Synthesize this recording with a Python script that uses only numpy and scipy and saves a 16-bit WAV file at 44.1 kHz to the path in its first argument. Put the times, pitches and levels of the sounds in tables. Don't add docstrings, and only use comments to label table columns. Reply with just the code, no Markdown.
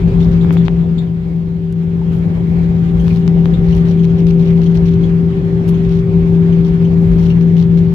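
import sys
import numpy as np
from scipy import signal
from scipy.fft import rfft, irfft, next_fast_len
from scipy.io import wavfile
from scipy.ndimage import uniform_filter1d, minimum_filter1d, map_coordinates

SR = 44100
rng = np.random.default_rng(int(sys.argv[2]) if len(sys.argv) > 2 else 0)


def dump_mix(stems):
    frames = np.atleast_2d(stems).T
    limited = np.clip(frames, -1, 1)
    pcm = np.round(limited * 32767).astype(np.int16)
    wavfile.write(sys.argv[1], SR, pcm)


N = 350154

# time in seconds, dB against the steady roll.
FLOW = [(0, 3), (.55, 1.5), (1.2, -6.5), (1.75, -7.5), (2.15, -0.5), (3.6, 1), (4.4, 0.02), (7, 0.74),
        (7.94, 0)]
DRONE_HZ, WHINE_HZ = 168.45, 388.1
HISS_DB, HISS_SLOPE = -43, 0.87


def amp(db):
    return 10 ** (np.asarray(db) / 20)


def unit(x):
    return x / np.sqrt(np.mean(x ** 2) + 1e-20)


def along(points, hz):
    knots_hz, values = np.transpose(points)
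    return np.interp(np.log(hz + 1), np.log(knots_hz + 1), values)


def curve(points):
    return np.interp(np.arange(N) / SR, *np.transpose(points))


def wobble(rate):
    knots = rng.standard_normal(int(N * rate / SR) + 4)
    return map_coordinates(knots, [np.arange(N) * rate / SR])


def filtered(x, response):
    size = next_fast_len(N + SR // 2)
    return irfft(rfft(x, size) * response(np.fft.rfftfreq(size, 1 / SR)), size)[..., :N]


def pan(lean_db):
    return amp(np.array([[.5], [-.5]]) * lean_db)


def add(track, start, sound):
    room = track[..., round(start * SR):][..., :sound.shape[-1]]
    room += sound[..., :room.shape[-1]]


def bursts(rows, rise_s, fall_s):
    envelope, t = np.zeros(N), np.arange(SR) / SR
    for start, length, db in rows:
        decay = np.exp(-np.maximum(t - length, 0) / fall_s)
        add(envelope, start, amp(db) * (1 - np.exp(-t / rise_s)) * decay)
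    return envelope


def flow_level(steady_db, slope):
    return steady_db + slope * curve(FLOW)


def shaken(share, slots=120):
    # time in seconds, events a second at a share of 1.
    shaking = [(0, 4), (1, .5), (2.9, .5), (3.6, 7), (5.1, 7), (5.5, 1), (7.9, 1)]
    slot_s = N / SR / slots
    chance, spread = rng.random((slots, 2)), rng.standard_normal((slots, 2))
    starts = (np.arange(slots) + chance[:, 0]) * slot_s
    happens = chance[:, 1] < share * slot_s * np.interp(starts, *np.transpose(shaking))
    return np.column_stack([starts, spread])[happens]


def cabin(x, t60, wet_db):
    t = np.arange(SR // 4) / SR
    tail = rng.standard_normal((2, len(t))) * amp(-60 * t / t60)
    tail /= np.linalg.norm(tail, axis=1, keepdims=True)
    scattered = signal.fftconvolve(np.atleast_2d(x), tail, axes=1)[:, :N]
    return (x + amp(wet_db) * scattered) / np.hypot(1, amp(wet_db))


def rush(spectrum, patchy_db):
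    # frequency in Hz, correlation from -1 to 1.
    correlation = [(60, 1), (200, 0.89), (300, 0.69), (480, 0.64), (700, -0.17), (1400, -0.35),
                   (3000, 0.071), (12000, -0.42)]
    # frequency in Hz, left minus right in dB.
    balance = [(60, 1), (115, 0.5), (160, 9), (230, 1.5), (330, 1), (650, 5), (950, 6), (1400, -0.5),
               (2250, -1.5), (3300, 1.5), (4800, 6), (7000, 4), (8500, 0), (15000, 1.5)]

    def mid_and_side(hz):
        angle = np.arccos(np.clip(along(correlation, hz), -1, 1)) / 2
        return amp(along(spectrum, hz)) * [np.cos(angle), np.sin(angle)]

    cells = signal.stft(rng.standard_normal((2, N)), nperseg=512)[2]
    patches = uniform_filter1d(rng.standard_normal(cells.shape[1:]), size=6, axis=0)
    patches = uniform_filter1d(patches, size=14, axis=1)
    noise = signal.istft(cells * amp(patchy_db * unit(patches)), nperseg=512)[1][:, :N]
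    mid, side = filtered(noise, mid_and_side)
    return unit(filtered(np.array([mid + side, mid - side]), lambda hz: pan(along(balance, hz))))


def runway_rumble():
    # frequency in Hz, relative density in dB.
    spectrum = [(10, -22), (22, -10.5), (32, -10.5), (45, -1.5), (58, 4), (70, -5), (85, -7), (130, -25.5),
                (300, -70.5)]
    # start in seconds, length in seconds, level in dB.
    rough_stretches = [(0, 0.37, -19), (2.8, .3, -23.5), (3.5, .32, -21), (6.95, .25, -22.5)]
    swells = bursts(rough_stretches, rise_s=0.026, fall_s=0.046)
    return np.hypot(amp(flow_level(-24, slope=0.96)), swells) * rush(spectrum, patchy_db=-0.9)


def reversed_air():
    # frequency in Hz, relative density in dB.
    boom_spectrum = [(50, -30), (75, -3), (95, 0), (120, 0), (148, -3), (182, -2), (240, -13), (330, -20.5),
                     (500, -40), (900, -80)]
    roar_spectrum = [(120, -21), (250, 5.5), (340, 4), (420, 0.5), (500, -2), (620, -8.5), (780, -9),
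                     (1000, -14), (1400, -21.5), (2500, -38), (6000, -84)]
    hiss_spectrum = [(500, -21.5), (1000, 4), (1500, 3.5), (2250, 3), (2700, -0.5), (3250, -2.5),
                     (4200, -8), (5000, -12.5), (6300, -16.5), (7200, -18.5), (8300, -25.5), (11000, -25),
                     (15500, -30.5)]
    gust = wobble(9.9)
    boom = amp(flow_level(-19, slope=1)) * rush(boom_spectrum, patchy_db=0)
    roar = amp(flow_level(-30, slope=1) + 0.19 * gust) * rush(roar_spectrum, patchy_db=1.55)
    hiss_db = flow_level(HISS_DB, HISS_SLOPE) + .5 * gust + 1.1 * wobble(40)
    return boom + roar + amp(hiss_db) * rush(hiss_spectrum, patchy_db=1.7)


def turbine_whistles():
    # centre in Hz, half-width in Hz, level in dB against the air's hiss.
    bands = [(3290, 130, -20), (7100, 40, -33), (7360, 70, -34)]
    track = np.zeros((2, N))
    for centre, width, db in bands:
        band = filtered(rng.standard_normal((2, N)), lambda hz: np.exp(-((hz - centre) / width) ** 2))
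        track += amp(db) * unit(band)
    return amp(flow_level(HISS_DB, HISS_SLOPE)) * track


def airframe_bumps(cycles_to_peak=3.9):
    # start in seconds, pitch in Hz, peak level in dB.
    knocks = [(.257, 612, -32.5), (.293, 526, -27), (2.015, 884, -34), (3.365, 640, -36), (3.659, 850, -42),
              (7.029, 48, -17.5)]
    track, t = np.zeros(N), np.arange(SR // 3) / SR
    for start, hz, db in knocks:
        age = t * hz / cycles_to_peak
        add(track, start, amp(db) * age * np.exp(1 - age) * np.sin(2 * np.pi * hz * t))
    return track * pan(2)


def trim_rustles(grain_db=3, hiss_flicker_db=1.3):
    # start in seconds, length in seconds, level in dB.
    strokes = [(.524, .016, -41.5), (2.12, .067, -59), (2.97, .23, -57.5), (3.76, .013, -49.5),
               (5.679, .014, -38.5), (6.27, .06, -61), (7.0, .3, -60.5)]
    # frequency in Hz, relative density in dB.
    spectrum = [(800, -22), (2500, 5), (5000, 1.5), (8000, -5), (11500, -2.5), (15500, -6)]
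    grain = amp(grain_db * wobble(400)) * rng.standard_normal((2, N))
    bright_noise = unit(filtered(grain, lambda hz: amp(along(spectrum, hz))))
    mic_hiss = amp(-65) * unit(amp(hiss_flicker_db * wobble(45)))
    return (bursts(strokes, rise_s=.0007, fall_s=0.0098) + mic_hiss) * bright_noise * pan(.5)


def fitting_rattles(jitter_cycles=.17, rebound_db=-6, scrape_s=.0008, faint_s=.02, faint_db=-52):
    # start in seconds, length in seconds, level in dB.
    fits = [(.2, .05, -46), (.31, .028, -47.5), (.64, .037, -44.5), (3.04, 0.14, -49), (3.68, .11, -46.5),
            (3.85, .075, -46), (4.03, .02, -43.5), (4.18, 0.021, -44), (4.265, 0.045, -43),
            (4.385, .105, -47), (4.612, .06, -45.5), (4.742, .035, -43), (4.85, .048, -46.5),
            (5.885, .11, -48.5), (6.645, .042, -47), (7.18, .135, -47), (7.565, .07, -46),
            (7.772, .02, -47)]
    # frequency in Hz, relative gain in dB.
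    resonances = [(400, -25), (1100, 0), (1700, -3), (2900, 2), (3600, 2), (4150, 1), (4600, -2),
                  (5350, -8), (5680, 1), (6050, -10), (7200, -14), (7900, -21), (11500, -20), (15500, -23)]
    half_cycle = np.arange(1, int(2 * DRONE_HZ * N / SR) - 2)
    late, force_db = rng.standard_normal((2, len(half_cycle))) * [[jitter_cycles], [2.8]]
    at = np.round((half_cycle / 2 + late) * SR / DRONE_HZ).astype(int)
    force = amp(force_db + rebound_db * (half_cycle % 2))
    contacts = np.bincount(np.clip(at, 0, N - 1), force, minlength=N)
    scrape = signal.lfilter([1], [1, -np.exp(-1 / (scrape_s * SR))], contacts)
    scrape = scrape * rng.standard_normal((2, N))
    chatter = unit(filtered(scrape, lambda hz: amp(along(resonances, hz))))
    faint_fits = [(start, faint_s * np.exp(.4 * longer), faint_db + 2.5 * louder)
                  for start, longer, louder in shaken(share=1)]
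    envelope = np.maximum(*[bursts(rows, rise_s=0.0016, fall_s=0.007) for rows in (fits, faint_fits)])
    return envelope * chatter * pan(11)


def panel_squeaks(swell_s=0.0053, faint_hz=3110, faint_db=-43, panel_hz=4220, panel_db=-13.5):
    # start in seconds, pitch in Hz, level in dB.
    slips = [(.208, 3570, -36), (0.408, 3636, -35), (.572, 3520, -33.5), (.979, 3655, -31),
             (2.994, 3084, -37), (3.102, 2460, -31), (3.535, 3634, -34), (3.721, 2980, -34),
             (3.99, 3195, -39.5), (4.468, 2930, -39), (4.657, 3166, -35.5), (5.035, 3320, -35.5),
             (5.74, 3145, -38), (6.521, 3154, -38), (6.843, 3040, -38), (7.3, 2757, -31),
             (7.566, 3110, -38.5)]
    # the squeak's pitch in Hz, level in dB against the fundamental.
    octave_levels = [(2750, -18.5), (3100, -10.5), (3700, -19.5)]
    track, t = np.zeros((2, N)), np.arange(SR // 12) / SR
    envelope = t / swell_s * np.exp(1 - t / swell_s)
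    glide = 0.01 * np.tanh(t / swell_s - 2)
    rasp_depth = .04 + .08 * np.exp(-t / .011)
    faint_slips = [(start, faint_hz * np.exp(0.046 * higher), faint_db + 1.5 * louder)
                   for start, higher, louder in shaken(share=.6)]
    grit = unit(uniform_filter1d(rng.standard_normal((2, N + SR)), size=24))
    for start, hz, db in slips + faint_slips:
        rasp = rasp_depth * grit[:, round(start * SR):][:, :len(t)]
        phase = 2 * np.pi * np.cumsum(hz * (1 + glide + rasp), axis=1) / SR
        octave = amp(along(octave_levels, hz)) * np.sin(phase + 2 * np.pi * hz * t)
        panel = amp(panel_db) * np.sin(phase + 2 * np.pi * (panel_hz - hz) * t)
        add(track, start, amp(db) * envelope * (np.sin(phase) + octave + panel))
    return cabin(track, t60=0.2, wet_db=-1) * pan(1.5)


def taps(casing_hz=850, casing_t60=.005):
    # start in seconds, left peak in dB, bandwidth in Hz, bright tick in dB against the blow,
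    # casing swing as a fraction of the blow, left minus right in dB.
    strikes = [(.4470, -14, 1800, -30, .14, 14), (.5075, -6.5, 2800, -50, .14, 18),
               (.5695, -9.5, 3000, -45, .14, 14), (.6823, 1, 3500, -48, .14, 30),
               (1.726, -30, 12000, -30, .05, -3), (3.081, -9.5, 4600, -32, .16, 14),
               (3.172, -18, 5500, -30, .1, 10), (3.2786, -8.5, 5700, -25, .12, 20),
               (3.4573, -7, 3900, -25, .24, 18)]
    track, t = np.zeros((2, N)), np.arange(SR // 50) / SR
    casing = np.cos(2 * np.pi * casing_hz * t) * amp(-60 * t / casing_t60)
    for start, db, width_hz, tick_db, swing, lean_db in strikes:
        blow = (t == 0) + swing * casing
        lowpass = signal.butter(6, width_hz, fs=SR, output="sos")
        push = signal.sosfilt(lowpass, blow) + amp(tick_db) * blow
        add(track, start, amp([[db], [db - lean_db]]) * push / push.max())
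    return track


def shaft_tone(hz, flutter_db, rate, sway_rad):
    phase = 2 * np.pi * np.cumsum(hz) / SR + sway_rad * wobble(rate)
    return unit(amp(flutter_db * wobble(rate)) * np.sin(phase))


def engine_tones(sag_hz_per_db=0.26, dip_db=-10, dip_s=0.03):
    # time in seconds, level in dB.
    drone_levels = [(0.0, -17), (0.06, -8.5), (0.15, -18), (0.17, -12), (0.66, -9), (0.68, -19),
                    (0.73, -12), (1.28, -17.5), (3.52, -10.5), (4.69, -10), (5.57, -15.5), (5.68, -12),
                    (6.12, -14), (6.17, -7), (6.21, -11), (7.76, -9.5), (7.94, -14)]
    whine_levels = [(0, -25.5), (.66, -25.5), (1.15, -34), (2.3, -30), (4.4, -21.5), (5.3, -24),
                    (6.15, -21), (7.94, -25.5)]
    octave_levels = [(0, -51), (.7, -50.5), (1.3, -62), (2.9, -46.5), (3.6, -46.5), (4.1, -53.5),
                     (7.9, -56)]
    dip_times = [2.36, 2.85, 3.56, 7.36]
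    whine_hz = WHINE_HZ + sag_hz_per_db * curve(FLOW)
    drone_hz = whine_hz * DRONE_HZ / WHINE_HZ
    dips = sum(np.exp(-((np.arange(N) / SR - at) / dip_s) ** 2) for at in dip_times)
    drone_db, whine_db = curve(drone_levels), curve(whine_levels) + dip_db * dips
    drone = amp(drone_db) * shaft_tone(drone_hz, flutter_db=1.05, rate=20, sway_rad=.04)
    second = amp(drone_db - 32) * shaft_tone(2 * drone_hz, flutter_db=7, rate=4.4, sway_rad=0.93)
    third = amp(drone_db - 36.5) * shaft_tone(3 * drone_hz, flutter_db=3.5, rate=7.4, sway_rad=0.58)
    whine = amp(whine_db) * shaft_tone(whine_hz, flutter_db=0.9, rate=22, sway_rad=0.065)
    octave = amp(curve(octave_levels)) * shaft_tone(2 * whine_hz, flutter_db=-0.5, rate=25, sway_rad=0.47)
    return drone * pan(4.9) + (second + third) * pan(2.6) + whine * pan(.1) + octave * pan(2.9)


def scene():
    outside = runway_rumble() + reversed_air() + turbine_whistles() + airframe_bumps()
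    inside = trim_rustles() + fitting_rattles() + panel_squeaks() + taps()
    return outside + inside + engine_tones()


def record(dry):
    window, top_hz = SR // 100, 15800
    needed = 1 / np.maximum(np.abs(dry).max(axis=0), 1)
    gain = uniform_filter1d(minimum_filter1d(needed, size=window), size=window)
    return filtered(dry * gain, lambda hz: hz < top_hz)


dry = scene()
out = record(dry)
dump_mix(out)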